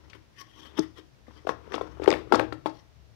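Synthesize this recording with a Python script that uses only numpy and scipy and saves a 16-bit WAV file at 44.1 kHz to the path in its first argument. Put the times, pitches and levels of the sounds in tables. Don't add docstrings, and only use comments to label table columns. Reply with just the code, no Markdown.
import sys
import numpy as np
from scipy import signal
from scipy.fft import rfft, irfft
from scipy.io import wavfile
from scipy.ndimage import uniform_filter1d

SR = 44100
rng = np.random.default_rng(int(sys.argv[2]) if len(sys.argv) > 2 else 0)


def to_wav(sig):
    pcm = np.clip(np.atleast_2d(sig), -1, 1) * 32767
    pcm = np.round(pcm).astype(np.int16)
    wavfile.write(sys.argv[1], SR, pcm.T)


def boost(x):
    u = np.asarray(x, float) / 20
    return 10 ** u


N = 138915

# pitch_hz, level_db (per Hz)
HISS_SPECTRUM = [(30, -103), (60, -87.5), (110, -89), (400, -94.5), (1500, -103), (5800, -109),
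                 (8000, -120), (16000, -124)]
# pitch_hz, width_hz, level_db
HUM_BANDS = [(112.8, 27, -61), (60.4, 48, -63), (145, 24, -68)]
# time_s, level_db
DRONE_LEVELS = [(0.0, -64), (0.06, -58.5), (0.48, -81), (0.66, -60), (1.01, -60.5), (1.17, -79),
                (1.26, -60), (1.92, -55.5), (2.05, -48.5), (2.38, -60), (2.44, -54), (2.79, -74),
                (3.01, -55), (3.15, -64.5)]
# peak_s, half_length_s, level_db, hollow_db, strongest_card_hz
RUBS = [(2.757, 0.032, -51, -22, 4250), (2.779, 0.031, -61.5, -5, 5660), (0.06, 0.11, -63, 5, 5350),
        (0.152, 0.0095, -47, -1.5, 3300), (0.401, 0.0086, -35.5, -37, 5280),
        (0.399, 0.032, -46.5, -16.5, 2030), (0.407, 0.017, -53, -13, 1080),
        (0.528, 0.076, -53.5, -12, 3000), (0.586, 0.031, -46.5, -6.5, 3800), (0.651, 0.023, -45, -8, 3470),
        (0.74, 0.063, -55, 5, 3430), (0.782, 0.0093, -28.5, -5, 3300), (0.828, 0.013, -38.5, -7, 1700),
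        (0.982, 0.017, -42, -5, 3430), (1.284, 0.019, -52, -5.5, 1990), (1.365, 0.032, -47.5, -4, 4710),
        (1.497, 0.028, -50, 5.5, 5900), (1.686, 0.14, -62.5, 11, 1700), (1.74, 0.022, -41, 5, 5230),
        (1.88, 0.069, -55, 7.5, 6250), (2.042, 0.025, -43, 6, 2490), (2.146, 0.02, -42.5, 1, 2500),
        (2.192, .04, -56.5, 11.5, 2300), (2.367, 0.038, -34.5, 7.5, 3860),
        (2.675, 0.017, -47.5, 10.5, 1100)]
# pitch_hz, width_hz, level_db
CARD_RESONANCES = [(1100, 58, -0.5), (1873, 440, 1), (3102, 300, -1), (3430, 340, -2), (4250, 2300, -9.5),
                   (5600, 720, 0), (7680, 2200, -19), (2300, 5200, 1.5), (11400, 10000, -1)]
# pitch_hz, width_hz, level_db
HOLLOW_RESONANCES = [(330, 260, 5.5), (485, 800, 1.5), (950, 680, 3), (1700, 1400, -14.5)]
# start_s, level_db, centre_hz, length_s
TICKS = [(0.097, -47, 3120, 0.021), (0.098, -53, 5600, 0.014), (0.131, -34, 2040, 0.0093),
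         (0.786, -18, 1210, 0.0063), (.792, -23, 5400, 0.0047), (1.466, -49, 3250, 0.011),
         (1.49, -32.5, 4800, 0.006), (1.721, -18, 1700, 0.0026), (1.735, -34, 2500, 0.0045),
         (1.760, -31, 2500, 0.0033), (2.076, -20.5, 2800, 0.0023), (0.14, -38.5, 3200, 0.0017),
         (0.68, -45, 2000, 0.0033), (1.738, -42, 5500, 0.0027), (1.739, -30, 3030, 0.018),
         (1.753, -35.5, 5700, 0.0056), (2.02, -33, 2550, 0.0012), (2.035, -28, 2480, 0.0034),
         (2.041, -29.5, 5600, 0.002), (2.059, -17.5, 1500, 0.0036), (2.087, -30.5, 3260, 0.0028),
         (2.104, -15, 5300, 0.0014), (2.1046, -14.5, 2030, 0.0027), (2.1145, -20, 3310, 0.0026),
         (2.115, -20, 1700, 0.0061), (2.126, -21, 3000, .004), (2.138, -16, 1670, 0.005),
         (2.324, -22, 3420, 0.0013), (2.335, -31.5, 4000, 0.011), (2.346, -29.5, 4000, 0.013),
         (2.348, -50, 4840, 0.02), (2.395, -6, 1300, 0.0043), (2.396, -17.5, 2400, 0.0027),
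         (2.355, -24, 5500, 0.0046), (2.526, -32, 3000, 0.0045), (2.672, -43, 4300, 0.0031),
         (2.693, -51, 4870, 0.017)]
# pitch_hz, level_db, t60_s
TABLE_MODES = [(179.4, -5, 0.071), (321, 9, 0.054), (323, -13, 0.14), (432.5, -4, 0.089), (638, -9, 0.047),
               (860, -11.5, 0.05)]
# start_s, level_db, wall_pitch_hz, upper_modes_db
KNOCKS = [(.988, -29.5, 397, -19), (1.281, -31.5, 240, -5.5), (1.309, -35.5, 950, -23),
          (1.45, -26, 373, -25), (1.470, -6.5, 615, -6.5), (1.492, -9, 934, -0.5), (1.676, -27, 405, -29),
          (1.719, -23.5, 435, -0.5), (1.742, -11.5, 1040, -2.5), (1.760, -26, 700, 0.5),
          (1.78, -20, 950, -1), (1.811, -15, 480, -1), (1.971, -43, 402, 7), (1.998, -15, 390, -15.5),
          (2.02, -14.5, 380, -18), (2.065, -18.5, 388, -11), (2.077, 4, 421, -6.5),
          (2.088, -7.5, 510, -4.5), (2.126, -7, 504, -1.5), (2.272, -28.5, 350, -12.5),
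          (2.314, -15.5, 330, -11), (2.323, 0, 806, 0), (2.336, -0.5, 284, -7), (2.345, -1, 435, -2.5),
          (2.357, -9, 486, -22), (2.399, -7.5, 500, -9), (2.41, -9, 487, -17), (1.711, -28, 384, -18.5),
          (1.745, -18.5, 514, -7.5), (1.874, -33, 910, -5), (2.031, -25, 413, -12),
          (2.044, -24.5, 610, -2.5), (2.105, -20.5, 700, 3.5), (2.116, -18, 520, 0.5),
          (2.143, -21, 480, -0.5), (2.329, -14, 700, -8), (2.391, -17, 450, -1), (2.430, -19.5, 427, -9),
          (1.504, -24, 990, -9), (2.666, -15.5, 840, -5), (2.524, -19.5, 1050, 4), (2.659, -17.5, 950, 8)]
# pitch_hz, level_db, t60_s
BOX_MODES = [(329, 3.5, 0.03), (458, 4, 0.025), (684, 7, 0.01), (826, 3.5, 0.015), (1165, 0.5, 0.025),
             (1500, -1, 0.009), (2090, 1, 0.0045), (3300, -12, 0.017)]
# pitch_hz, level_db, t60_s
ROOM_BANDS = [(130, -18.5, 0.54), (300, -11.5, 0.31), (700, -11.5, 0.12), (1500, -13.5, 0.27),
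              (3000, -19.5, 0.36), (6000, -33, .25), (12000, -33, 0.38)]
# pitch_hz, level_db, t60_s
STANDING_WAVES = [(109.9, -42, 0.66), (172.2, -52, 0.26), (246.6, -55.5, 0.17), (281.1, -53, .2),
                  (318.1, -46, 0.19), (464.6, -57.5, 0.11), (551.7, -58.5, .15)]

LIVE_HISS_DB = 1.5
SHAKE_S, SHAKE_WIDTH_S, SHAKE_DB, HUM_WALK_DB = 2.23, 0.48, 15, 1.2
DRONE_HZ, DRONE_WOBBLE_HZ = 72.1, 1.4
GRIT_DB, GRIT_SHARE = 4, 0.11
FOCUS_DB, FALL_RATIO = 11, 1.453
CARD_DRIFT, CARD_FLICKER_DB = 0.04, 2.5
OWN_DB, OWN_WIDTH = -15, 0.058
TICK_WIDTH, TICK_RISE = 0.7, 0.12
SET_DOWN_S, SET_DOWN_DB, SET_DOWN_PUSH_S, SET_DOWN_ROOM_DB = 0.786, -12.5, 0.0071, -10
BOX_LOW_HZ, TABLE_LOW_HZ = 214, 140
WALL_CYCLES, CONTACT_CYCLES = 9, 0.42
SAG, SAG_CYCLES = 0.15, 0.86
SCATTER_DB, UNDER_DB_PER_OCT = 2, 1.5
CLATTER_DB, CLATTER_S = -16, 0.012
REBOUND_S, REBOUND_DB = 0.0035, -15
ROOM_DELAY_S = 0.0059
MIC_KNEE_HZ, MIC_TOP_DB, TOP_HZ = 6100, -6, 15600


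def band(x, hz, width):
    return signal.lfilter(*signal.iirpeak(min(hz, 0.45 * SR), hz / width, fs=SR), x)


def unit(x):
    return x / np.sqrt(np.mean(x ** 2))


def steep(x, hz, width):
    once = band(x, hz, width * 1.04)
    return unit(band(once, hz, width * 1.04))


def above(x, hz):
    return signal.sosfilt(signal.butter(4, hz, "high", fs=SR, output="sos"), x)


def ring(hz, t60, size=8192):
    t = np.arange(size) / SR
    return np.sin(2 * np.pi * hz * t) * np.exp(-np.log(1000) * t / max(t60, 1e-3))


def soft_contact(t, push_s):
    return np.sin(np.pi / 2 * np.minimum(t / push_s, 1)) ** 2


def add(out, x, at_s):
    i = int(at_s * SR)
    out[i:i + len(x)] += x[:N - i]


def walk(rate):
    k = int(SR / rate)
    steps = np.repeat(rng.standard_normal(N // k + 1), k)
    smooth = uniform_filter1d(uniform_filter1d(steps, k), k)
    return unit(smooth[:N])


def drift(x, share):
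    samples = np.arange(N)
    return np.interp(samples + share * SR / 40 * walk(7), samples, x)


def hiss():
    hz = np.maximum(np.fft.rfftfreq(N, 1 / SR), 1)
    table_hz, table_db = np.array(HISS_SPECTRUM).T
    db = np.interp(np.log(hz), np.log(table_hz), table_db)
    noise = rfft(rng.standard_normal((2, N)))
    input_gain = boost(np.array([[LIVE_HISS_DB], [0]]))
    return irfft(noise * boost(db) * np.sqrt(SR / 2), N) * input_gain


def hum():
    t = np.arange(N) / SR
    swell = SHAKE_DB * np.exp(-((t - SHAKE_S) / SHAKE_WIDTH_S) ** 2)
    out = np.zeros(N)
    for hz, width, db in HUM_BANDS:
        level = boost(db + swell + HUM_WALK_DB * walk(2.56))
        noise = band(rng.standard_normal(N), hz, width)
        out += level * unit(band(noise, hz, width))
    return out


def drone():
    times, levels = np.array(DRONE_LEVELS).T
    db = 5.5 + np.interp(np.arange(N) / SR, times, levels)
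    phase = 2 * np.pi * np.cumsum(DRONE_HZ + DRONE_WOBBLE_HZ * walk(12)) / SR
    return np.sqrt(2) * boost(db) * np.sin(phase)


def rubs():
    t = np.arange(N) / SR
    grit = rng.standard_normal(N)
    catches = rng.random(N) < GRIT_SHARE
    grit *= 1 + catches * boost(GRIT_DB * np.minimum(rng.exponential(size=N), 3))
    grit *= boost(2.3 * walk(120))
    card = []
    for hz, width, db in CARD_RESONANCES:
        flicker = boost(db + CARD_FLICKER_DB * walk(25.05))
        card.append(flicker * drift(steep(grit, hz, width), CARD_DRIFT))
    hollow = unit(sum(boost(db) * steep(grit, hz, width) for hz, width, db in HOLLOW_RESONANCES))

    out = np.zeros(N)
    for peak_s, half_s, db, hollow_db, focus_hz in RUBS:
        distance = np.where(t < peak_s, (peak_s - t) / half_s, (t - peak_s) / half_s / FALL_RATIO)
        shape = np.exp(-distance ** 1.65)
        colour = boost(OWN_DB) * steep(grit, focus_hz, OWN_WIDTH * focus_hz)
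        for (hz, _, _), sound in zip(CARD_RESONANCES, card):
            nearness = np.exp(-(np.log(hz / focus_hz) / 0.12) ** 2)
            colour += boost(FOCUS_DB * (nearness - 1.5)) * sound
        out += boost(db) * shape * (colour + boost(hollow_db) * hollow)
    return out


def ticks():
    out, t = np.zeros(N), np.arange(2048) / SR
    for start_s, db, hz, length in TICKS:
        rise = np.minimum(t / length / TICK_RISE, 1)
        burst = rng.standard_normal(len(t)) * np.exp(-t / length * 2) * rise
        core = band(band(burst, hz, TICK_WIDTH * hz), hz, TICK_WIDTH * hz)
        skirt = boost(-14) * band(burst, 3100, 3100) + boost(-26.5) * burst
        add(out, boost(db) * above(4 * core + skirt, 320), start_s)
    return out


def set_down():
    size = 16384
    contact = soft_contact(np.arange(size) / SR, SET_DOWN_PUSH_S)
    table = sum(boost(db) * ring(hz, t60, size) for hz, db, t60 in TABLE_MODES)
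    out = np.zeros(N)
    add(out, contact * table, SET_DOWN_S)
    return boost(SET_DOWN_DB) * above(out, TABLE_LOW_HZ)


def gripped_wall(t, hz):
    sag_s = SAG * SAG_CYCLES / hz * (1 - np.exp(-t * hz / SAG_CYCLES))
    return np.interp(t + sag_s, t, ring(hz, WALL_CYCLES / hz))


def upper_box(t, wall_hz, chance):
    out = np.zeros(len(t))
    for (hz, db, t60), sign, scatter, detune in zip(BOX_MODES, *chance):
        under_db = UNDER_DB_PER_OCT * min(np.log2(hz / wall_hz), 0)
        gain = np.sign(sign) * boost(db + SCATTER_DB * scatter + under_db)
        out += gain * ring(hz * (1 + 0.078 * detune), t60)
    clatter = unit(band(rng.standard_normal(len(t)), 870, 1300))
    return out + boost(CLATTER_DB) * clatter * np.exp(-t / CLATTER_S)


def knocks():
    out, t = np.zeros(N), np.arange(8192) / SR
    for start_s, db, hz, upper_db in KNOCKS:
        chance = rng.standard_normal((3, len(BOX_MODES)))
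        upper = upper_box(t, hz, chance)
        contact = soft_contact(t, CONTACT_CYCLES / hz)
        blow = gripped_wall(t, hz) + boost(upper_db - 9) * upper
        add(out, -boost(db) * contact * blow, start_s)
        rebound = boost(db + upper_db + REBOUND_DB) * contact * upper
        add(out, rebound, start_s + REBOUND_S * (1 + chance.mean()))
    return above(out, BOX_LOW_HZ)


def room(x):
    t = np.arange(SR // 2) / SR
    tail = np.zeros(len(t))
    for hz, db, t60 in ROOM_BANDS:
        noise = unit(band(rng.standard_normal(len(t)), hz, 1.8 * hz))
        tail += boost(db - 36) * noise * np.sqrt(hz / 1000) * np.exp(-np.log(1000) * t / t60)
    for hz, db, t60 in STANDING_WAVES:
        tail += boost(db) * ring(hz, t60, len(t))
    gap = np.clip(t / ROOM_DELAY_S - 1, 0, 1)
    return signal.fftconvolve(x, tail * gap)[:N]


def capsule(x):
    hz = np.fft.rfftfreq(N, 1 / SR)
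    step_db = MIC_TOP_DB / (1 + np.exp((MIC_KNEE_HZ - hz) / 500))
    return irfft(rfft(x) * boost(step_db), N)


def scene():
    near = knocks() + ticks() + rubs()
    thud = set_down()
    echo = room(near + boost(SET_DOWN_ROOM_DB) * thud)
    left = capsule(near + thud + echo) + hum() + drone()
    return np.array([left, np.zeros(N)]) + hiss()


def top_cut(x):
    return signal.sosfilt(signal.butter(12, 16610, fs=SR, output="sos"), x)


def record(dry):
    clipped = np.clip(dry, -1, 1)
    low_pass = signal.ellip(8, 0.2, 60, TOP_HZ, fs=SR, output="sos")
    return top_cut(signal.sosfilt(low_pass, clipped))


dry = scene()
out = record(dry)
to_wav(out)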